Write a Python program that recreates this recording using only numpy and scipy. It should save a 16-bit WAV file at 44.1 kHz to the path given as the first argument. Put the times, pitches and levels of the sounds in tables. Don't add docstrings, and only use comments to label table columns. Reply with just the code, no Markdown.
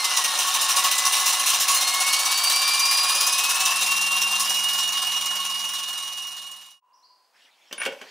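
import sys
import numpy as np
from scipy import signal
from scipy.fft import rfft, irfft, next_fast_len
from scipy.io import wavfile
from scipy.ndimage import uniform_filter1d, map_coordinates

SR = 44100
rng = np.random.default_rng(int(sys.argv[2]) if len(sys.argv) > 2 else 0)


def generate_wav(signal):
    frames = np.transpose(np.atleast_2d(signal))
    scaled = np.clip(frames, -1, 1) * 32767
    pcm = np.round(scaled).astype(np.int16)
    wavfile.write(sys.argv[1], SR, pcm)


def to_linear_factor(level_db):
    exponent = np.asarray(level_db, float) / 20
    return 10 ** exponent


N = 357210

# (time [s], pole whine [Hz], whine level [dB])
MOTOR_RUN = [(0.0, 2123, -33.5), (0.25, 1900, -37), (0.46, 1815, -46), (0.64, 1820, -41.5),
             (0.8, 1943, -40.5), (1.0, 2010, -35), (1.62, 2052, -45), (2.08, 2201, -30), (2.42, 2300, -37),
             (2.74, 2368, -28), (3.19, 2442, -35.5), (3.55, 2590, -31), (3.83, 2728, -26.5),
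             (4.0, 2762, -23), (4.37, 2784, -27.5), (4.43, 2800, -41), (4.49, 2882, -27.5),
             (6.8, 2890, -25)]
POLES, GEAR_RATIO = 14, 10
POLES_PER_TURN = GEAR_RATIO * POLES
# (start [s], end [s])
WORKSHOP_FADE = (4.8, 6.803)
# (frequency [Hz], t60 [s])
SHOP_T60 = [(300, .3), (3000, 0.25), (12000, .12)]


def unit(x):
    return x / np.sqrt(np.mean(x ** 2) + 1e-20)


def along(points, hz):
    f, v = np.transpose(points)
    return np.interp(np.log(hz + 1), np.log(f + 1), v)


def curves(rows):
    s, *cols = np.transpose(rows)
    return [np.interp(np.arange(N) / SR, s, c) for c in cols]


def wobble(rate):
    knots = rng.standard_normal(int(N * rate / SR) + 4)
    return map_coordinates(knots, [np.arange(N) * rate / SR])


def filtered(x, response):
    m = next_fast_len(N + SR // 2)
    return irfft(rfft(x, m) * response(np.fft.rfftfreq(m, 1 / SR)), m)[..., :N]


def ringing(modes, hz):
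    grid = np.arange(0, SR / 2, 4)
    power = sum(to_linear_factor(db) ** 2 / (1 + (2 * (grid - c) / w) ** 2) ** 1.348 for c, w, db in modes)
    return np.interp(hz, grid, np.sqrt(power))


def gritty(grit_db, rate):
    return unit(rng.standard_normal((2, N)) * to_linear_factor(grit_db * wobble(rate)))


def patchy(x, patchy_db):
    z = signal.stft(x, nperseg=512)[2]
    field = uniform_filter1d(rng.standard_normal(z.shape[1:]), size=7, axis=0)
    field = uniform_filter1d(field, size=8, axis=1)
    return unit(signal.istft(z * to_linear_factor(patchy_db * unit(field)), nperseg=512)[1][:, :N])


def spread(pair, response):
    # (frequency [Hz], likeness [0-1])
    likeness = [(40, 0.94), (150, 1), (500, .96), (2000, 0.95), (4500, 0.86), (7500, 0.98), (11000, 1),
                (13000, 1)]

    def mid_side(hz):
        turn = np.arccos(np.clip(along(likeness, hz), -1, 1)) / 2
        return response(hz) * [np.cos(turn), np.sin(turn)]

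    mid, side = filtered(pair, mid_side)
    return np.array([mid + side, mid - side])


def room(x, t60s):
    hz, t, z = signal.stft(rng.standard_normal((2, SR // 2)), SR, nperseg=256)
    tail = signal.istft(z * to_linear_factor(-60 * t / along(t60s, hz)[:, None]), SR, nperseg=256)[1]
    wet = signal.fftconvolve(x, tail / np.linalg.norm(tail[0]), axes=1)[:, :N]
    return spread(wet, np.ones_like)


def whine():
    # (pole whine [Hz], level [dB])
    octave_level = [(1810, -41.5), (2030, -42), (2110, -31.5), (2190, -37.5), (2270, -32.5), (2310, -24.5),
                    (2500, -27.5), (2545, -44), (2890, -58)]
    shaft_level = [(1900, -72), (2400, -68), (2640, -62), (2765, -56), (2890, -60)]
    fourth_level = [(1900, -60), (2500, -58.5), (2650, -42.5), (2750, -43), (2780, -54), (2890, -52)]
    switch_level = [(1900, -46.5), (2300, -42), (2630, -47), (2890, -67.5)]
    sideband_level = [(1815, -47), (1900, -41), (2040, -48.5), (2200, -42), (2450, -35.5), (2540, -47.5),
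                      (2760, -52), (2890, -61.5)]
    # (pole whine [Hz], left over right [dB])
    whine_pan = [(2300, -0.3), (2630, 4), (2770, -0.5), (2880, -5)]
    switch_hz = 8009

    pole_hz, whine_db = curves(MOTOR_RUN)

    def level(points, rate):
        return to_linear_factor(along(points, pole_hz) + 1.8 * wobble(rate))

    pole = 2 * np.pi * np.cumsum(pole_hz + 1.5 * wobble(25)) / SR
    switch = 2 * np.pi * switch_hz * np.arange(N) / SR
    turn = pole / POLES_PER_TURN
    throb = 1 + 0.23 * np.sin(2 * turn) + 0.15 * np.sin(turn)
    octave = level(octave_level, 9) * throb * to_linear_factor(1.8 * wobble(28)) * np.sin(2 * pole)
    shaft = level(shaft_level, 2.6) * np.sin(pole / POLES)
    fourth = level(fourth_level, 3.9) * np.sin(4 * pole)
    sideband = level(sideband_level, 2.5) * np.sin(switch + pole)
    switching = level(switch_level, 3) * np.sin(switch)
    pan_db = along(whine_pan, pole_hz)
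    main = to_linear_factor(whine_db + 1.9 * wobble(30)) * np.sin(pole + np.array([[.3], [-.3]]))
    main = main * to_linear_factor([pan_db / 2, -pan_db / 2])
    return np.sqrt(2) * (main + octave + shaft + fourth + sideband + switching)


def rubs(whirr_db):
    # (time [s], hiss level [dB], length [ms])
    marked_rubs = [(0.041, -23, 14.6), (0.1, -35.5, 25), (0.165, -21.5, 20), (0.238, -24, 23),
                   (0.306, -39.5, 25), (0.385, -24.5, 29), (0.469, -26.5, 29), (0.609, -26, 44),
                   (0.759, -23.5, 49), (0.911, -20.5, 16), (0.978, -20.5, 17.8), (1.12, -26, 88),
                   (1.198, -22.5, 17), (1.257, -23.5, 61), (1.459, -24, 66), (1.599, -22.5, 39),
                   (1.677, -23.5, 79), (2.062, -27.5, 45), (2.313, -20, 15), (2.435, -19.5, 12),
                   (2.85, -25, 19.7), (3.204, -26, 35), (3.491, -25.5, 36), (3.859, -28, 29),
                   (4.211, -24, 27.4), (4.268, -36, 44), (4.394, -25.5, 45), (5.255, -26.5, 22),
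                   (5.876, -30.5, 33), (6.413, -30.5, 26)]
    rub_over_whirr_db, rub_scatter_db = 0.06, 1
    length_turns, length_scatter = 0.51, 0.24
    echo_turns, echo_db, echo_scatter_db, echo_ms = .55, -9, 4, 18

    pole_hz = curves(MOTOR_RUN)[0]
    turns = np.cumsum(pole_hz) / (SR * POLES_PER_TURN)
    marked = np.array(marked_rubs)
    angle = turns[np.round(marked[:, 0] * SR).astype(int)]
    index = np.r_[0, np.cumsum(np.round(np.diff(angle)))].astype(int)
    every = np.arange(int(np.interp(WORKSHOP_FADE[1] * SR, np.arange(N), turns)))
    at = np.searchsorted(turns, every + np.interp(every, index, angle - index))
    turn_s = POLES_PER_TURN / pole_hz[at]

    luck = rng.standard_normal((N // 2000, 3))[every]
    ms = 1000 * length_turns * turn_s * np.exp(length_scatter * luck[:, 0])
    rows = np.c_[at / SR, whirr_db[at] + rub_over_whirr_db + rub_scatter_db * luck[:, 1], ms]
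    rows[index] = marked
    late_s = rows[:, 0] + echo_turns * turn_s
    late_db = whirr_db[at] + echo_db + echo_scatter_db * luck[:, 2]
    return np.r_[rows, np.c_[late_s, late_db, np.full(len(at), echo_ms)]]


def rotor():
    # (time [s], whirr level [dB], rattle over rub hiss [dB])
    whirr_run = [(0, -27, 12), (.6, -24, 4), (1.8, -25, 4.5), (3.6, -26.5, 6), (4.6, -31, 4.5),
                 (5.2, -31.5, 7), (6.8, -29, 5.5)]
    # (centre [Hz], width [Hz], level [dB])
    mast_modes = [(392, 37, -26), (606.5, 87, -15.5), (756.6, 53, -7.5), (933, 206, -9.5), (1067, 70, -1),
                  (1105.7, 17.2, 6), (1255, 99, -8), (1397, 67, -7.5), (1715, 130, -6.5), (2250, 210, -8),
                  (2540, 150, -5), (2840, 215, 1.5), (3157, 320, -4), (3674, 310, -1), (3986, 120, -1.5),
                  (4283, 160, -2.5), (4950, 290, -4), (5594, 250, -2.5), (6063, 420, -4), (6750, 130, -6.5),
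                  (7275, 320, -7), (8585, 200, -6), (9390, 130, -7), (9860, 260, -5), (10740, 180, -14),
                  (13200, 350, -14), (15200, 300, -15.5)]
    # (frequency [Hz], level [dB per Hz])
    frame_colour = [(20, -49), (60, -62.5), (250, -36.5), (500, -36.5), (1500, -14.5), (2000, -14),
                    (4500, -12), (7900, -16), (9000, -15.5), (12000, -17.5), (14500, -18.5), (15700, -27)]
    # (frequency [Hz], gain [dB])
    gear_colour = [(300, -2.5), (1100, 0.5), (2800, -5.5), (6000, -2.5), (10000, -3.5), (15000, -7.5)]
    # (centre [Hz], width [Hz], level [dB])
    tip_modes = [(15330, 330, 0), (13400, 300, -9), (9770, 350, -2), (5970, 400, -1)]
    touch_db, touch_s = -7.5, 0.018
    split_hz = 7000
    load_swing_db, load_peak_turns = 0.88, 0.31

    whirr_db, rattle_db = curves(whirr_run)
    rows = rubs(whirr_db)
    count = len(rows) // 2
    turns = np.interp(np.arange(N) / SR, rows[:count, 0], np.arange(count))
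    whirr_db = whirr_db + load_swing_db * np.cos(2 * np.pi * (turns - load_peak_turns))

    hiss, rattle, touch = np.zeros((3, N))
    t = np.arange(SR // 5) / SR
    build = 1 - np.exp(-t / .005)
    for s, db, ms in rows:
        release = 1 + np.exp(np.clip((t - ms / 1000) / 0.0092, -40, 40))
        shape = (1 - np.exp(-t / 0.0028)) * to_linear_factor(-60 * t) / release
        at = round(s * SR)
        bright = 1 + .8 * np.exp(-t / 0.0033)
        hiss[at:][:len(t)] += (to_linear_factor(db) * shape) ** 2 * bright
        touch[at:][:len(t)] += (to_linear_factor(db + touch_db) * shape * np.exp(-t / touch_s)) ** 2
        rub_rattle_db = db + rattle_db[at] - 2.0 - .5 * (db + 27.0)
        rattle[at:][:len(t)] += (to_linear_factor(rub_rattle_db) * shape * build) ** 2

    def colour(hz):
        return np.hypot(to_linear_factor(along(frame_colour, hz)), ringing(mast_modes, hz))

    def high(hz):
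        return 1 / (1 + (split_hz / (hz + 1)) ** 8)

    scrape = patchy(gritty(grit_db=1.5, rate=900), patchy_db=2.5)
    gears = patchy(gritty(grit_db=2.0, rate=700), patchy_db=1.18)
    layers = ((scrape * np.sqrt(hiss), lambda hz: colour(hz) * np.sqrt(high(hz))),
              (scrape * np.sqrt(rattle), lambda hz: colour(hz) * np.sqrt(1 - high(hz))),
              (scrape * np.sqrt(touch), lambda hz: ringing(tip_modes, hz)),
              (gears * to_linear_factor(whirr_db), lambda hz: colour(hz) * to_linear_factor(along(gear_colour, hz))))
    band = np.fft.rfftfreq(4096, 1 / SR)
    out = 0
    for x, response in layers:
        out = out + spread(x, response) / np.linalg.norm(response(band)) * np.sqrt(len(band))
    return out + to_linear_factor(-11) * room(out, SHOP_T60)


def doorway():
    # (time [s], level [dB])
    hum_run = [
        (6.79, -110),
        (6.83, -70),
        (6.9, -59),
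        (7.18, -66.5),
        (7.38, -79),
        (8.1, -90),
    ]
    # (time [s], level [dB])
    air_run = [
        (6.79, -110),
        (6.85, -81.5),
        (6.97, -71),
        (7.69, -66),
        (7.95, -55),
        (8.1, -58.5),
    ]
    # (time [s], level [dB])
    hand_run = [
        (7.26, -110),
        (7.36, -60),
        (7.47, -57.5),
        (7.51, -64),
        (7.69, -59),
        (8.1, -50),
    ]
    # (centre [Hz], width [Hz], level [dB])
    hum_modes = [(1007, 50, 2.5), (1590, 120, -33.5), (2410, 44, -29.5), (2840, 110, -20.5)]
    # (frequency [Hz], level [dB per Hz])
    air_colour = [(60, -27.5), (300, -11), (800, 2.5), (2200, -9.5), (6000, -11.5), (14500, -19),
                  (15900, -26)]
    hand_colour = [(60, -39), (274, -16), (634, -13), (1440, -12), (2400, -3.5), (3200, -3.5),
                   (4000, -10.5), (5600, -11), (7000, -18.5), (15900, -34)]

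    def noise(response):
        return unit(spread(rng.standard_normal((2, N)), response))

    (hum_db,), (air_db,), (hand_db,) = curves(hum_run), curves(air_run), curves(hand_run)
    hum = to_linear_factor(hum_db + 1.5 * wobble(9)) * noise(lambda hz: ringing(hum_modes, hz))
    air = to_linear_factor(air_db) * noise(lambda hz: to_linear_factor(along(air_colour, hz)))
    slide = patchy(noise(lambda hz: to_linear_factor(along(hand_colour, hz))), patchy_db=3.5)
    return hum + air + to_linear_factor(hand_db + 1.5 * wobble(23)) * slide


def bird():
    # (time [s], start [Hz], end [Hz], glide [s], hold [s], level [dB])
    chirps = [
        (6.924, 4470, 5840, 0.023, 0.015, -64),
        (7.024, 3890, 5010, 0.03, 0.012, -58),
        (7.669, 5900, 5000, .015, .003, -61),
    ]
    # (frequency [Hz], t60 [s])
    street_t60 = [(1000, .7), (5000, 0.97), (12000, 0.31)]

    out = np.zeros(N)
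    for s, start_hz, end_hz, glide, hold, db in chirps:
        t = np.arange(int((glide + hold) * SR)) / SR
        hz = end_hz + (start_hz - end_hz) * np.clip(1 - t / glide, 0, 1) ** 0.85
        whistle = np.hanning(len(t)) ** .5 * np.sin(2 * np.pi * np.cumsum(hz) / SR)
        out[round(s * SR):][:len(t)] += to_linear_factor(db) * whistle
    return out + to_linear_factor(5.5) * room(out[None], street_t60)


def latch():
    # (time [s], click level [dB], door knock level [dB], clunk level [dB], t60 [s])
    contacts = [(7.345, -68, -62, -78, .05), (7.71, -55.5, -35, -38.5, .07), (7.726, -22.5, -27, -34, .035),
                (7.779, -51, -30, -42, 0.074), (7.801, -46, -27, -43.5, 0.096),
                (7.8156, -39, -20.5, -47, 0.065), (7.832, -35, -36, -51.5, 0.1),
                (7.851, -30, -22.5, -49, 0.07), (7.86, -30.5, -22.5, -21.5, 0.077),
                (7.8761, -39.5, -38.5, -25, 0.029), (7.92, -45.5, -43, -40.5, 0.13),
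                (8.013, -43, -32.5, -36, 0.086)]
    # (frequency [Hz], level [dB per Hz])
    bolt_colour = [(1470, -52), (2500, -21), (3080, -1.5), (3620, -12), (5300, -15), (8900, -19),
                   (9690, -20), (15900, -30)]
    # (centre [Hz], width [Hz], level [dB])
    panel_modes = [(1050, 130, -3), (1495, 110, 1.5), (1820, 170, -3.5), (2210, 140, -2.5), (2500, 200, -6),
                   (2800, 250, -1.5), (3200, 300, -10), (5200, 1200, -19.5)]
    body_modes = [(180, 46, -11.5), (285, 45, -3.5), (403, 50, -5), (544, 74, 7.5), (804, 130, -3.5)]
    # (time [s], length [s], level [dB])
    slip_bursts = [
        (7.778, .018, -31),
        (7.797, .016, -26.5),
        (7.814, .02, -37),
        (7.838, .035, -45),
    ]
    squeak_hz, sag_hz_per_s, squeak_low_hz = 9800, 8000, 9680
    low_hz = 110

    blows, t = np.zeros((3, N + SR)), np.arange(SR // 4) / SR
    for s, click_db, knock_db, clunk_db, t60 in contacts:
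        t60s = np.clip(t60 * np.array([[.6], [.9], [1.4]]), .005, 1)
        decay = (1 - np.exp(-t / .0015)) * to_linear_factor(-60 * t / t60s)
        level = to_linear_factor([[click_db + 2.5], [knock_db - 2], [clunk_db - 3.5]])
        blows[:, round(s * SR):][:, :len(t)] += level * decay
    colours = (lambda hz: to_linear_factor(along(bolt_colour, hz)),
               lambda hz: ringing(panel_modes, hz),
               lambda hz: ringing(body_modes, hz))
    out = sum(b[:N] * unit(spread(rng.standard_normal((2, N)), c)) for b, c in zip(blows, colours))
    out = filtered(out, lambda hz: 1 / (1 + (low_hz / (hz + 1)) ** 4))

    now = np.arange(N) / SR
    hz = np.clip(squeak_hz - sag_hz_per_s * (now - slip_bursts[0][0]), squeak_low_hz, squeak_hz)
    slips = np.zeros(N)
    for s, length, db in slip_bursts:
        slips += to_linear_factor(db) * np.sin(np.pi * np.clip((now - s) / length, 0, 1)) ** .7
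    squeak = slips * to_linear_factor(1.5 * wobble(200))
    squeak = squeak * np.sin(2 * np.pi * np.cumsum(hz + 110 * wobble(400)) / SR)
    return out + squeak + to_linear_factor(-4.5) * room(out + .3 * squeak, SHOP_T60)


def scene():
    start_s, end_s = WORKSHOP_FADE
    fade = np.clip((end_s - np.arange(N) / SR) / (end_s - start_s), 0, 1)
    return fade * (whine() + rotor()) + doorway() + bird() + latch()


def band_limit(x):
    return signal.sosfilt(signal.butter(12, 16680, fs=SR, output="sos"), x)


def record(dry):
    # (frequency [Hz], gain [dB])
    bass_cut = [(25, -13), (80, -9), (130, -8), (200, 0)]
    top_hz = 15700
    mix = filtered(dry, lambda hz: to_linear_factor(along(bass_cut, hz)) * (hz < top_hz))
    return band_limit(mix)


dry = scene()
out = record(dry)
generate_wav(out)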